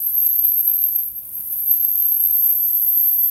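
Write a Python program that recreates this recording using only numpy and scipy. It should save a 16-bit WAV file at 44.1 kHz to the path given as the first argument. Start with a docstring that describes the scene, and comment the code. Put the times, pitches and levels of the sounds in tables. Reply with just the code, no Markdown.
"""A thin, piercing whine and a rough, fluttering ring in a hiss of spray: an ultrasonic dental scaler,
close up. Its vibrating tip sings the whine; droplets and collapsing bubbles keep it ringing, and the
water on it spits and sizzles. A hand turns the tuning knob, and about a second in the sound sinks off
resonance, then returns. The knob ticks faintly over the low hum of a room."""
import sys
import numpy as np
from scipy import signal
from scipy.fft import rfft, irfft, next_fast_len
from scipy.io import wavfile
from scipy.ndimage import uniform_filter1d, map_coordinates

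SR = 44100
rng = np.random.default_rng(int(sys.argv[2]) if len(sys.argv) > 2 else 0)


def unload_audio(sound):
    """Save the sound as a 16-bit wav file, at the path given as the first command line argument."""
    columns = np.transpose(np.atleast_2d(sound))
    # keep every value between -1 and 1, then stretch to whole-number steps
    steps = np.round(np.clip(columns, -1, 1) * 32767)
    wavfile.write(sys.argv[1], SR, steps.astype(np.int16))


N = 145530


def amp(db):
    """Decibels to gain."""
    return 10 ** (np.asarray(db) / 20)


def unit(x):
    """Scale to rms 1."""
    return x / np.sqrt(np.mean(x ** 2) + 1e-20)


def clock():
    """Time of each sample in seconds."""
    return np.arange(N) / SR


def curve(rows):
    """An automation lane: (t/s, value) points joined by straight lines."""
    return np.interp(clock(), *np.transpose(rows))


def spells(rows, fade_s):
    """A soft-edged gate from rows of start/s, end/s, level/dB."""
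    t = clock()
    edge = lambda u: np.clip(.5 + u / (2 * fade_s), 0, 1)
    return sum(amp(db) * edge(t - a) * edge(b - t) for a, b, db in rows)


def wobble(rate):
    """A smooth random modulator, rate knots a second."""
    return map_coordinates(rng.standard_normal(4096), [clock() * rate + 2], mode="wrap")


def filtered(x, response):
    """Filter x with a gain given as a function of frequency."""
    m = next_fast_len(N + 8192)
    return irfft(rfft(x, m) * response(np.fft.rfftfreq(m, 1 / SR)), m)[:N]


def coloured(x, points):
    """x through an EQ of (f/Hz, level/dB) points, at rms 1."""
    f, db = np.transpose(points)
    return unit(filtered(x, lambda hz: amp(np.interp(np.log(hz + 1), np.log(f), db))))


def noise(points):
    """White noise through an EQ."""
    return coloured(rng.standard_normal(N), points)


def room():
    """The bed: faint air noise and the wavering hum of appliances."""
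    air_eq = [(20, -7), (40, 3), (60, -5), (85, 7.5), (105, -0.5), (135, -7), (200, -3.5), (290, -6.5),
              (420, -12), (900, -17.5), (1700, -22.5), (3000, -20), (5000, -21), (16000, -27.5)]  # room tone: f/Hz, level/dB
    hum_lines = [(105, -68, 5.5), (119.6, -69, 1), (194.7, -67, 2.5), (214, -77.5, 3), (332, -78.5, 1.5)]  # constant hum partials: f/Hz, level/dB, waver/dB
    deep_fader = [(0.0, -75), (0.16, -56), (0.48, -55.5), (0.57, -68), (0.93, -58), (0.96, -86),
                  (1.11, -54.5), (1.21, -67.5), (2.2, -59), (2.29, -50.5), (2.46, -62), (3.3, -65)]  # swells of the deepest hum: t/s, relative level/dB
    drone_fader = [(0.0, -84), (0.14, -63.5), (0.22, -83), (1.64, -71), (1.72, -82), (1.78, -62.5),
                   (2.12, -75), (3.01, -66), (3.16, -59), (3.3, -76)]  # swells of a droning partial: t/s, relative level/dB
    tone = lambda hz: unit(np.sin(2 * np.pi * hz * clock() + .5 * wobble(4.7)))
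    hum = sum(amp(db + waver_db * wobble(5.26)) * tone(hz) for hz, db, waver_db in hum_lines)
    deep = amp(curve(deep_fader) + 2.5) * tone(hz=55.2)
    drone = amp(curve(drone_fader) + .5) * tone(hz=257.3)
    return deep + drone + hum + amp(-58) * noise(air_eq)


def knob(tick_t60_s=.04, tail_t60_s=.3, tail_db=-15, grain_db=1.5):
    """Soft rubs of the fingers and small ticks of the turning knob, each with a faint tail."""
    ticks = [(0.71, -66, -56.5), (.889, -59.5, -66), (1.228, -58, -60), (1.687, -64, -56.5),
             (1.845, -63.5, -62), (2.114, -47.5, -64), (2.317, -67, -57.5), (2.729, -63, -65),
             (3.167, -63, -64)]  # knob ticks: t/s, body level/dB, snap level/dB
    body_eq = [(200, -25), (480, -15), (620, 2), (930, 0), (1150, -12), (3000, -28)]  # a tick's midrange knock: f/Hz, level/dB
    snap_eq = [(400, 4), (1400, -2.5), (3000, 2.5), (5000, -5), (9000, -61)]  # its brighter snap: f/Hz, level/dB
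    rubs = [(.16, 0.1, -64.5), (1.272, 0.046, -61), (1.407, 0.049, -55.5), (1.55, 0.042, -57.5)]  # finger strokes: centre t/s, half length/s, level/dB
    rub_eq = [(60, -3), (100, 10.5), (180, 3.5), (300, 8), (400, -7.5), (520, 3), (640, -4), (780, 0.5),
              (880, -12), (1000, 2.5), (1200, -7.5), (1600, -11), (5000, -18.5)]  # skin on the knob: f/Hz, level/dB
    t = clock()
    body, snap = noise(body_eq), noise(snap_eq)
    strokes = sum(amp(db) * np.exp(-.5 * ((t - centre) / half) ** 2) for centre, half, db in rubs)
    handling = strokes * unit(noise(rub_eq) * amp(grain_db * wobble(38.6)))
    for start, body_db, snap_db in ticks:
        age = np.maximum(t - start, 0)
        decay = amp(-60 * age / tick_t60_s) + amp(tail_db - 60 * age / tail_t60_s)
        handling += (t >= start) * decay * (amp(body_db) * body + amp(snap_db) * snap)
    return handling


def bursts(per_s, spread_db):
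    """A dense stream of tiny bubble collapses of uneven size."""
    collapses = (rng.random(N) < per_s / SR) * rng.standard_normal(N)
    return unit(collapses * amp(spread_db * rng.standard_normal(N)))


def spits(per_s=70, decay_s=.004, depth=.8):
    """Envelope of droplets hitting the tip at random: each lifts the level at once and dies away."""
    hits = (rng.random(N) < per_s / SR) * rng.random(N)
    return unit(1 + depth * signal.lfilter([1], [1, -np.exp(-1 / (decay_s * SR))], hits))


def ripple(depth, rate_hz=120):
    """Tremolo of the drive, which swells with every half cycle of the mains."""
    return 1 + depth * np.sin(2 * np.pi * rate_hz * clock())


def mist(sputter):
    """Fine mist off the tip makes a continuous, airy hiss."""
    fader = [(0.0, -31), (0.12, -32), (0.17, -35.5), (0.26, -30.5), (0.36, -36), (0.56, -33), (0.65, -27),
             (0.73, -33.5), (0.88, -37), (1.04, -34), (1.18, -39.5), (1.42, -31.5), (1.44, -32), (1.5, -31),
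             (1.67, -30), (1.73, -34), (2.17, -34), (2.21, -28), (2.32, -33), (2.55, -30), (2.64, -33),
             (2.87, -31), (2.89, -33.5), (3.3, -33)]  # ride of the hiss: t/s, relative level/dB
    eq = [(5000, -48), (7600, -30), (8300, -18), (8600, -17.5), (8900, -8), (9250, -10), (9700, -5.5),
          (10500, -9), (11200, -2), (12000, 0.5), (12700, 8.5), (13400, -1.5), (14600, 2.5), (15200, -7.5),
          (15700, -5.5)]  # tone of the hiss: f/Hz, level/dB
    return amp(curve(fader) + 3.5) * coloured(sputter * bursts(15000, spread_db=.5), eq)


def surges(sputter, pivot_hz=12400):
    """Water gushes over the tip in short swells of hiss, each with its own brightness."""
    cues = [(-.02, 0.16, -24, 2), (0.25, .29, -22.5, -1), (0.584, 0.706, -34, 0), (1.01, 1.102, -28, 1.5),
            (1.38, 1.417, -48, 2), (1.488, 1.69, -27.5, 4), (2.157, 2.28, -26, -1.5),
            (2.428, 2.566, -27, -0.5), (2.798, 2.857, -18.5, 4), (2.93, 3.202, -27.5, 4)]  # gushes: start/s, end/s, level/dB, tilt/(dB per kHz)
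    eq = [(5000, -54.5), (7800, -34), (8900, -17.5), (10400, -16), (11100, -1.5), (11900, 7), (12900, 7),
          (13800, -11.5), (15700, -36)]  # tone of a gush before its tilt: f/Hz, level/dB
    gush = sputter * bursts(9000, spread_db=1.0)
    tilted = lambda tilt: [(hz, db + tilt * (hz - pivot_hz) / 1000) for hz, db in eq]
    return sum(spells([(start, end, db)], fade_s=.02) * coloured(gush, tilted(tilt))
               for start, end, db, tilt in cues)


def sizzle(sputter):
    """Cavitation crackles in the water and shakes a faint ringing out of the handpiece."""
    fader = [(0.0, -31.5), (0.01, -77), (0.13, -58), (0.24, -48.5), (0.49, -57), (0.97, -54.5),
             (1.01, -62.5), (1.13, -71), (1.58, -61.5), (1.64, -63), (1.73, -52.5), (2.1, -52),
             (2.27, -57.5), (2.3, -52), (2.79, -51), (2.82, -53.5), (3.08, -50.5), (3.3, -54.5)]  # ride of the cavitation: t/s, relative level/dB
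    fizz_eq = [(4000, -33), (4950, -28), (5300, -6), (5900, -5), (6500, 4), (7100, -3.5), (7500, 0.5),
               (7850, -2), (8300, 3), (8900, 3.5), (10000, -9), (15000, -3.5)]  # tone of the cavitation: f/Hz, level/dB
    handpiece_eq = [(2200, -15.5), (2450, -8), (2750, -23), (3100, -20), (3300, 2.5), (3500, -23.5),
                    (4200, -17.5)]  # handpiece resonances: f/Hz, level/dB
    crackle = sputter * amp(1.27 * wobble(130)) * bursts(9000, spread_db=.5)
    fizz = amp(5) * coloured(crackle, fizz_eq)
    handpiece = amp(-19.5 + 3.2 * wobble(12)) * coloured(crackle, handpiece_eq)
    return amp(curve(fader)) * (fizz + handpiece)


def spray():
    """The three water layers sputter together, pulsed by the drive."""
    sputter = unit(spits() * amp(1.1 * wobble(350))) * ripple(depth=.13)
    return mist(sputter) + surges(sputter) + sizzle(sputter)


def echoed(x, desk_s=.004, desk_db=-19, room_t60_s=.2, room_db=-15):
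    """Quick reflections off the desk and case, then a short tail of the room."""
    t = np.arange(SR // 4) / SR
    early = rng.standard_normal(len(t)) * (t > desk_s / 10) * amp(-20 * t / desk_s)
    tail = rng.standard_normal(len(t)) * amp(-60 * t / room_t60_s)
    impulse = (t == 0) + amp(desk_db) * early / np.linalg.norm(early)
    impulse += amp(room_db) * tail / np.linalg.norm(tail)
    return signal.fftconvolve(x, impulse / np.linalg.norm(impulse))[:N]


def ring(skirt_hz=366, flutter_db=1.3):
    """Bubbles and droplets ring the tip's narrow resonances, which beat against the whine."""
    modes = [(12475, 42, 0), (12405, 80, -8), (12225, 110, -8.5)]  # resonances of the wet tip: f/Hz, width/Hz, relative level/dB
    fader = [(0.0, -41), (0.07, -23.5), (0.1, -34), (0.16, -19.5), (0.44, -21.5), (0.45, -17.5),
             (0.55, -23), (0.6, -19), (0.65, -28), (0.68, -16), (0.71, -22), (0.81, -22.5), (0.84, -18),
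             (0.94, -28), (0.96, -18.5), (1.08, -33.5), (1.13, -44), (1.17, -27.5), (1.26, -46.5),
             (1.3, -61), (1.35, -29.5), (1.42, -38.5), (1.61, -24.5), (1.65, -29), (1.71, -19.5),
             (1.8, -22.5), (1.84, -19), (1.94, -23.5), (2.05, -20.5), (2.23, -21.5), (2.25, -16),
             (2.29, -22), (2.52, -18.5), (2.56, -26.5), (3.08, -21.5), (3.3, -27)]  # ride of the rough ring: t/s, relative level/dB
    droplets = spits()

    def mode(centre, width):
        peak = lambda f: 1j * f * width / (centre ** 2 - f ** 2 + 1j * f * width)
        response = lambda f: peak(f) / (1 + 1j * (f - centre) / skirt_hz) ** 2  # steeper skirts
        return unit(filtered(droplets * bursts(2500, spread_db=3.5), response))

    tip = sum(amp(db) * mode(hz, width) for hz, width, db in modes)
    power = np.abs(uniform_filter1d(tip ** 2, size=1600))
    levelled = tip / np.sqrt(power + 1e-9)  # the ringing limits its own level
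    return amp(curve(fader) + 3) * unit(levelled * amp(flutter_db * wobble(35.29)))


def whine(wander_hz=3.6, jitter_rad=.3, flutter_db=1.8):
    """The tip's clean tone, likely half the ultrasonic drive frequency, catches and lets go."""
    pitch = [(.14, 12220), (.2, 12250), (.3, 12265), (.38, 12283), (.57, 12288), (1.0, 12280), (1.7, 12280),
             (2.05, 12262), (2.35, 12272), (2.6, 12272), (2.95, 12263), (3.3, 12264)]  # pitch of the whine: t/s, f/Hz
    holds = [(.15, .33, -25.5), (.34, .58, -22), (.73, .99, -27.5), (1.68, 1.76, -20.5),
             (1.88, 2.17, -23.5), (2.32, 2.53, -22.5), (2.55, 2.7, -20), (2.72, 2.8, -17),
             (2.85, 3.35, -18)]  # spells when the tip holds the tone: start/s, end/s, level/dB
    hz = curve(pitch) + wander_hz * wobble(16)
    phase = 2 * np.pi * np.cumsum(hz) / SR + jitter_rad * wobble(84)
    return spells(holds, fade_s=.018) * unit(np.sin(phase) * amp(flutter_db * wobble(40)))


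def scene():
    """The mono mix at one close microphone, with reflections on the spray alone."""
    return (whine() + ring() + echoed(spray()) + knob() + room())[None]


def record(dry, fade_s=.004, top_hz=15780):
    """Quick fades at both ends and a brick-wall high cut."""
    t = clock()
    fades = np.sin(np.pi / 2 * np.clip(np.minimum(t, t[-1] - t) / fade_s, 0, 1)) ** 2
    return np.array([filtered(channel * fades, lambda hz: hz < top_hz) for channel in dry])


dry = scene()
out = record(dry)
unload_audio(out)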